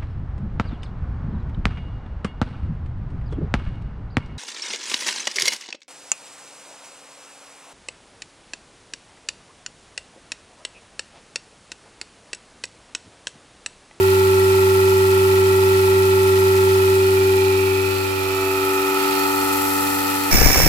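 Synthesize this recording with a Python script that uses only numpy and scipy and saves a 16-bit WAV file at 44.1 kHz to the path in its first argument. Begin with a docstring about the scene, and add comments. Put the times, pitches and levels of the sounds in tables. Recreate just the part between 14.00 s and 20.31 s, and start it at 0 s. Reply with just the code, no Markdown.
"""A milking machine's four-vane vacuum pump, turned by an electric motor, outdoors on bare ground.
Its pressure pulses drone and its vanes knock the casing and tank into ringing. Behind that the
exhaust hisses in puffs, the fan rushes and whines, the frame rumbles and the mains hum faintly.
A stereo microphone rests at the end of the tank, then is carried round to the side and lifted to
the motor; the tones swell and fade along the way."""
import sys
import numpy as np
from scipy import signal
from scipy.fft import rfft, irfft, next_fast_len
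from scipy.io import wavfile
from scipy.ndimage import uniform_filter1d

SR = 44100
rng = np.random.default_rng(int(sys.argv[2]) if len(sys.argv) > 2 else 0)


def transcribe(signal):
    """Save signal, clipped to [-1, 1], as a 16-bit WAV file at the path in sys.argv[1]."""
    frames = np.atleast_2d(signal).T
    limited = np.clip(frames, -1, 1)
    pcm = np.round(limited * 32767).astype(np.int16)
    wavfile.write(sys.argv[1], SR, pcm)


N = 278271
SHAFT_HZ, MAINS_HZ = 23.972, 50
# The microphone's `place` is 0 at the tank's end, 1 beside it, 2 lifted to the motor.
# `walk` is the same, held at 1 from the side onwards. `turns` counts turns of the shaft.


def from_db(db):
    """Decibels to gain."""
    return 10 ** (np.asarray(db) / 20)


def rms_one(x):
    """Scale to unit power."""
    return x / np.sqrt(np.mean(np.abs(x) ** 2) + 1e-20)


def at_hz(points, hz):
    """Read a spectrum in dB on a log-frequency axis."""
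    f, db = np.transpose(points)
    return np.interp(np.log(hz + 1), np.log(f), db)


def colour(x, db_at):
    """Filter by a function that gives dB at each frequency."""
    size = next_fast_len(N + 4096)
    gain = from_db(db_at(np.fft.rfftfreq(size, 1 / SR)))
    return irfft(rfft(x, size) * gain, size)[..., :N]


def band(x, edges_hz):
    """A gentle band-pass."""
    return signal.sosfilt(signal.butter(2, edges_hz, "band", fs=SR, output="sos"), x)


def ring(force, hz, width_hz):
    """Complex response of one mode, gain 1 at its peak."""
    r = np.exp(-np.pi * width_hz / SR)
    return signal.lfilter([1 - r], [1, -r * np.exp(2j * np.pi * hz / SR)], force)


def drift(rate_hz):
    """A smooth random wander of spread 1, with about this many swings a second."""
    r = np.exp(-80 * np.pi * rate_hz / SR)
    noise = rng.standard_normal(N // 40 + 2002)  # one value per 40 samples
    slow = signal.lfilter([1], [1, -2 * r, r * r], noise)[2000:]
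    return np.interp(np.arange(N) / 40, np.arange(len(slow)), rms_one(slow))


def stereo_noise(alike):
    """White noise whose channels have this correlation."""
    mid, side = rng.standard_normal((2, N))
    return (np.sqrt(1 + alike) * mid + np.sqrt(1 - alike) * side * [[1], [-1]]) / np.sqrt(2)


def split(difference):
    """Share a difference between the capsules: plus half on the left, minus half on the right."""
    return difference * np.array([[.5], [-.5]])


def pan(db):
    """Constant-power gains with the left louder by db."""
    gains = from_db(split(db))
    return gains / np.sqrt(np.mean(gains ** 2, axis=0))


def at_capsules(wave, lead_rad):
    """A complex wave reaches the left capsule earlier by this phase."""
    return np.sqrt(2) * np.real(wave * np.exp(1j * split(lead_rad)))


def along(stations, place):
    """Blend three values: at the end, beside and lifted."""
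    return np.interp(place, np.arange(len(stations)), stations)


def bell(place, centre, width):
    """A smooth bump of height 1."""
    return np.exp(-((place - centre) / width) ** 2)


def reach(source, place):
    """A source's left and right gain: broad pattern, shade of the frame, brief swells and dips."""
    # Broad radiation. Each source: level in dB at the end, beside, lifted.
    level_db = {"order 1": (-23.5, -29.5, -37.5), "order 2": (-32, -44, -43.5), "order 3": (-39, -24, -27),
                "order 4": (-14.5, -21, -29.5), "order 5": (-46.5, -42.5, -40.5),
                "order 6": (-49, -49.5, -50), "order 7": (-60.5, -54.5, -58), "low ring": (-30, -28, -30.5),
                "mid ring": (-23.5, -22, -27.5), "upper ring": (-36.5, -33.5, -34.5),
                "top ring": (-33, -29.5, -35.5), "fan": (-31, -31, -31), "whine": (-46.5, -43.5, -38),
                "exhaust": (-28.5, -27.5, -25.5)}
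    # Stereo position. Each source: left minus right in dB at the end, beside, lifted.
    pan_db = {"order 1": (1.7, 3, -10), "order 2": (-2.5, 1, -6), "order 3": (-2.7, -0.3, -1.5),
              "order 4": (-1.3, 3.5, 8), "low ring": (1, -3, 4.5), "mid ring": (-0.1, -0.5, 1.5),
              "upper ring": (9, 1, 4), "top ring": (-3.5, -13.5, -3), "fan": (-7, -11, -3),
              "whine": (-1, -11, -2), "exhaust": (-2, -2, -4)}
    # Shade round the corner of the frame. Each source: deepest change in dB.
    shade_db = {"low ring": -7, "mid ring": -8, "upper ring": -7, "exhaust": -4.5}
    # Brief swells and dips in level along the way; the drone's 575 Hz overtone fades for a moment.
    # Each row: source, place, width in places, left gain in dB, right gain in dB.
    swells_and_dips = [("order 3", 0.33, 0.15, 3.8, 0.82), ("order 4", 0.26, 0.13, 1.7, 1.6),
                       ("order 4", 1.37, 0.2, 0.59, -2.5), ("order 6", 0.31, 0.11, -6, -16),
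                       ("order 7", 0.83, 0.25, 13, 15), ("low ring", 0.29, 0.078, -1.5, 5.9),
                       ("top ring", 0.37, 0.15, 1.5, 3.2), ("fan", 1.28, 0.11, 1.5, 3.8),
                       ("whine", 0.53, 0.08, 6, 8), ("whine", 1.36, 0.15, 8.3, 7.4),
                       ("low ring", 1.4, 0.18, 0.92, 1.8), ("mid ring", 0.25, 0.13, -1.2, -1.5),
                       ("exhaust", 1.7, 0.17, 2.5, 2)]
    way = np.linspace(0, 2, 401)
    db = along(level_db[source], way) + shade_db.get(source, 0) * bell(way, centre=0.56, width=0.54)
    for name, centre, width, *capsules_db in swells_and_dips:
        if name == source:
            db = db + np.outer(capsules_db, bell(way, centre, width))
    gains = from_db(db) * pan(along(pan_db.get(source, [0]), way))
    return np.array([np.interp(place, way, gain) for gain in gains])


def through_node(place, centre, width, floor_db, apart):
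    """A tone fades and turns over in phase as each capsule crosses its node; complex gains."""
    past = (place - centre - split(apart)) / width
    return -(past + 1j * from_db(floor_db)) / np.hypot(past, 1)


def echoes(x, walk):
    """Ground, frame and wall return the sound from close by; the delays slide as the microphone moves."""
    # Each row: left delay in ms, right delay in ms, ms added when beside, level in dB.
    surfaces = [(1.9, 2.25, 0.963, -12.5), (4.4, 4.05, -1.204, -12.5), (7.3, 7.75, 1.597, -11.5)]
    now, out, power = np.arange(N), x, 1
    for *capsule_ms, added_ms, db in surfaces:
        delays = [(ms + added_ms * walk) * SR / 1000 for ms in capsule_ms]
        back = [np.interp(now - delay, now, channel, left=0) for delay, channel in zip(delays, x)]
        out = out + from_db(db) * np.array(back)
        power += from_db(db) ** 2
    return out / np.sqrt(power)


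def frame_rumble(walk, level_db=-44, beside_lift_db=1.5):
    """The frame rumbles under everything, a little louder from the side."""
    # Each row: frequency in Hz, relative noise density in dB.
    spectrum = [(20, -29), (45, -11), (70, -13), (110, -8.5), (170, -1.5), (220, -3), (300, 0.5), (420, -7),
                (520, -3), (650, -5.5), (1000, -3), (2000, -47)]
    rumble = rms_one(colour(stereo_noise(0.81), lambda f: at_hz(spectrum, f)))
    return from_db(level_db + beside_lift_db * walk) * rumble


def fan(turns, throb_db=1.06, gust_db=0.82):
    """Cooling air rushes over the motor's fins, swelling once a turn."""
    # Each row: frequency in Hz, relative noise density in dB.
    spectrum = [(600, -25), (1100, -9.5), (1700, -9), (2300, -1), (2900, -0.5), (3700, -2.5), (4300, -0.5),
                (4850, -6.5), (5100, -4.5), (5400, -6), (6000, -9.5), (7000, -8.5), (10000, -17.5)]
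    swell_db = throb_db * np.cos(2 * np.pi * (turns - .8)) + gust_db * drift(40)
    rush = rms_one(colour(stereo_noise(0.022), lambda f: at_hz(spectrum, f)))
    return rush * from_db(swell_db)


def whine(hz=4380, width_hz=340):
    """Air through the slots of the fan cover sounds one narrow resonance."""
    return rms_one(ring(ring(stereo_noise(0.17), hz, width_hz), hz, 2 * width_hz).real)


def exhaust(turns, walk, steady=0.84, puff_s=0.0048, spit_db=1.0):
    """Each chamber opens with a sudden puff over a steady hiss; the port's resonances colour both."""
    # The puffs of one turn. Each row: start as a share of the turn, relative level in dB.
    puffs = [(0.222, -3), (0.478, 0), (.72, -4.5), (.96, -8.5)]
    # The hiss. Each row: frequency in Hz, relative noise density in dB.
    spectrum = [(3000, -25), (5500, -2), (7000, -4), (7900, 1), (9200, -2), (10500, 1), (12500, 4),
                (14000, 2), (15300, -0.5), (16000, -12)]
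    # The port. Each row: frequency in Hz, width in Hz, lift in dB at the end, lift in dB beside.
    resonances = [(5000, 100, 12, 6), (7330, 190, 3, 8.5), (7900, 230, 1.5, 0.5), (9930, 130, 5, 5),
                  (12170, 370, -7, 3), (12900, 200, 5, 5.5), (13700, 190, -12, -3)]

    def hiss_db(f, station):
        peaks = sum(lift[station] / (1 + (2 * (f - hz) / width) ** 2) for hz, width, *lift in resonances)
        return at_hz(spectrum, f) + peaks

    flow = steady + sum(from_db(db) * np.exp(-((turns - share) % 1) / SHAFT_HZ / puff_s)
                        for share, db in puffs)
    jet = stereo_noise(0.018) * flow * from_db(spit_db * drift(150))
    at_end = rms_one(colour(jet, lambda f: hiss_db(f, 0)))
    beside = rms_one(colour(jet, lambda f: hiss_db(f, 1)))
    return (1 - walk) * at_end + walk * beside


def vane_knocks(turns, jitter_s=0.000012, uneven_db=0.5):
    """The vanes knock and rebound every turn, never quite alike in time and force; power 1."""
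    # The knocks of one turn. Each row: moment as a share of the turn, relative force in dB.
    pattern = [(0.0064, 6), (0.0787, -3), (0.2512, 4.1), (0.4991, 6), (0.75, -3.5), (0.785, 2)]
    share, db = np.transpose(pattern)
    knock_turns = (np.arange(int(turns[-1]) + 1)[:, None] + share).ravel()
    late, harder = rng.standard_normal((len(knock_turns), 2)).T
    at = np.interp(knock_turns, turns, np.arange(N), left=-N, right=-N) + jitter_s * SR * late
    force = from_db(np.resize(db, len(knock_turns)) + uneven_db * harder)
    heard = (at > 0) & (at < N - 2)
    at, force = at[heard], force[heard]
    whole, part = at.astype(int), at % 1  # each knock is shared between two samples
    return rms_one(np.bincount(whole, force * (1 - part), N) + np.bincount(whole + 1, force * part, N))


def casing(turns, place, walk, tick_db=-39):
    """Knocking and sliding vanes ring the casing and tank, over a dry broad tick of each knock."""
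    # Four clusters of modes. Each row: frequency in Hz, width in Hz, relative dB at the end and beside.
    low = [(671, 71, -48, -15), (775, 42.5, -9.5, -3), (867.4, 31.6, 4.5, 7), (951, 20.5, -6.5, -2)]
    mid = [(1056, 31, -14, -8), (1140, 53, -9.5, 0), (1244, 51, -13, 3.5), (1319, 16, -5, 13.5),
           (1363.4, 20.3, 2, -0.5), (1428, 18, -7.5, 4.5), (1484, 44, -24, -5.5)]
    upper = [(1768, 170, -18.5, -0.5), (1918, 21, -2.5, 2), (1983, 44, -13, -0.5)]
    top = [(2372, 88, -14, -11), (2487, 12, -10.5, -4.5), (2570, 108, -20.5, -10.5)]
    # Clusters from low to top. Each row: left lead in radians at the end and beside, sliding noise
    # in dB, diffuse noise in dB, depth of the once-a-turn swell in dB (negative for a dip).
    clusters = [(0.88, 0.28, -14, -14, 7.5), (3.35, 1.46, -11.5, -12, 4), (0.5, 1.8, -19, -4.5, -6),
                (2.17, 1.1, -6.5, -4.5, 0.5)]
    cluster_modes = {"low ring": low, "mid ring": mid, "upper ring": upper, "top ring": top}
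    knocks = vane_knocks(turns)
    stroke = np.sqrt(rms_one(uniform_filter1d(np.abs(knocks), size=260) + 0.089))  # rises at each knock
    out = from_db(tick_db) * pan(-7.0) * rms_one(band(knocks, (900, 4200)))
    # the off-centre rotor makes the ringing swell once a turn, most of all along the tank's axis
    chug = (1 - .8 * walk) * np.cos(np.pi * (turns - .14)) ** 4
    for (name, modes), settings in zip(cluster_modes.items(), clusters):
        lead_end, lead_beside, slide_db, diffuse_db, chug_db = settings
        sliding = from_db(slide_db) * rng.standard_normal(N)
        diffuse = from_db(diffuse_db) * stereo_noise(0)
        edges_hz = (modes[0][0] * 0.984, modes[-1][0] * 1.067)  # it radiates only near its own pitch
        force = band(knocks + stroke * (sliding + diffuse), edges_hz)
        ringing = sum((-1) ** k * from_db(end + (beside - end) * walk) * ring(force, hz, width)
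                      for k, (hz, width, end, beside) in enumerate(modes))
        ringing = at_capsules(ringing, lead_end + (lead_beside - lead_end) * walk)
        ringing = echoes(ringing, walk) * from_db(chug_db * chug)
        running_rms = np.sqrt(uniform_filter1d(ringing ** 2, size=SR // 3))
        out = out + reach(name, place) * ringing / running_rms
    return out


def drone(turns, place, waver_db=0.14, flutter=0.034, flutter_hz=45, mains_db=-57):
    """Four chambers empty each turn: seven orders that flutter with the air flow, over mains hum."""
    # Phase of orders 1-4. Each row: left lead in radians at the end, beside, lifted.
    leads = [(-0.12, 0.44, 0.79), (0.62, -1.1, 0.4), (-0.055, -0.25, 0.1), (0.35, -0.27, 3.3)]
    # Nodes of orders 1-4. Each row: source, place, width in places, floor in dB, places by which
    # the right capsule meets the node first.
    nodes = [("order 1", 1.2, 0.75, -17.5, 0.13), ("order 2", 0.69, 1, -31, 0.255),
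             ("order 3", 0.84, 0.62, -8.5, 0.15), ("order 4", 0.6, 0.22, -8.5, 0.16)]
    vane_phase = 2 * np.pi * 4 * turns
    orders = [(reach(name, place) * through_node(place, *node), along(lead, place))
              for (name, *node), lead in zip(nodes, leads)]
    orders += [(reach(name, place), 0) for name in ("order 5", "order 6", "order 7")]
    out = np.sqrt(2) * from_db(mains_db) * np.sin(2 * np.pi * MAINS_HZ * np.arange(N) / SR)
    for k, (gain, lead) in enumerate(orders, 1):
        unrest = 1 + flutter * (drift(flutter_hz) + 1j * drift(flutter_hz))
        tone = from_db(waver_db * drift(4.5)) * unrest * np.exp(1j * k * (vane_phase + k))
        out = out + at_capsules(gain * tone, lead)
    return out


def scene(slip_turns=0.00032):
    """One shaft drives pump and fan; the microphone's place sets how each layer is heard."""
    # The microphone's way round the machine. 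Each row: time in seconds, place.
    route = [(0, 0.0083), (2.7, 0.045), (3.8, 0.409), (4.7, 1.015), (6.31, 2.1)]
    t = np.arange(N) / SR
    turns = SHAFT_HZ * t + slip_turns * drift(3.3)
    place = np.interp(t, *np.transpose(route))
    walk = np.clip(place, 0, 1)
    air = reach("fan", place) * fan(turns)
    air += reach("whine", place) * whine()
    air += reach("exhaust", place) * exhaust(turns, walk)
    return frame_rumble(walk) + echoes(air, walk) + drone(turns, place) + casing(turns, place, walk)


def record(dry, cutoff_hz=15950):
    """The microphone's right capsule is duller, and the top of both channels is cut steeply."""
    # The right capsule's response. Each row: frequency in Hz, gain in dB.
    right_response = [(1000, 0.5), (9000, -4), (12500, -2), (13500, -15), (14500, -2.5), (16000, -4)]
    right = colour(dry[1], lambda f: at_hz(right_response, f))
    return colour(np.array([dry[0], right]), lambda f: -np.clip(f - cutoff_hz, 0, 200) / 2)


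dry = scene()
out = record(dry)
transcribe(out)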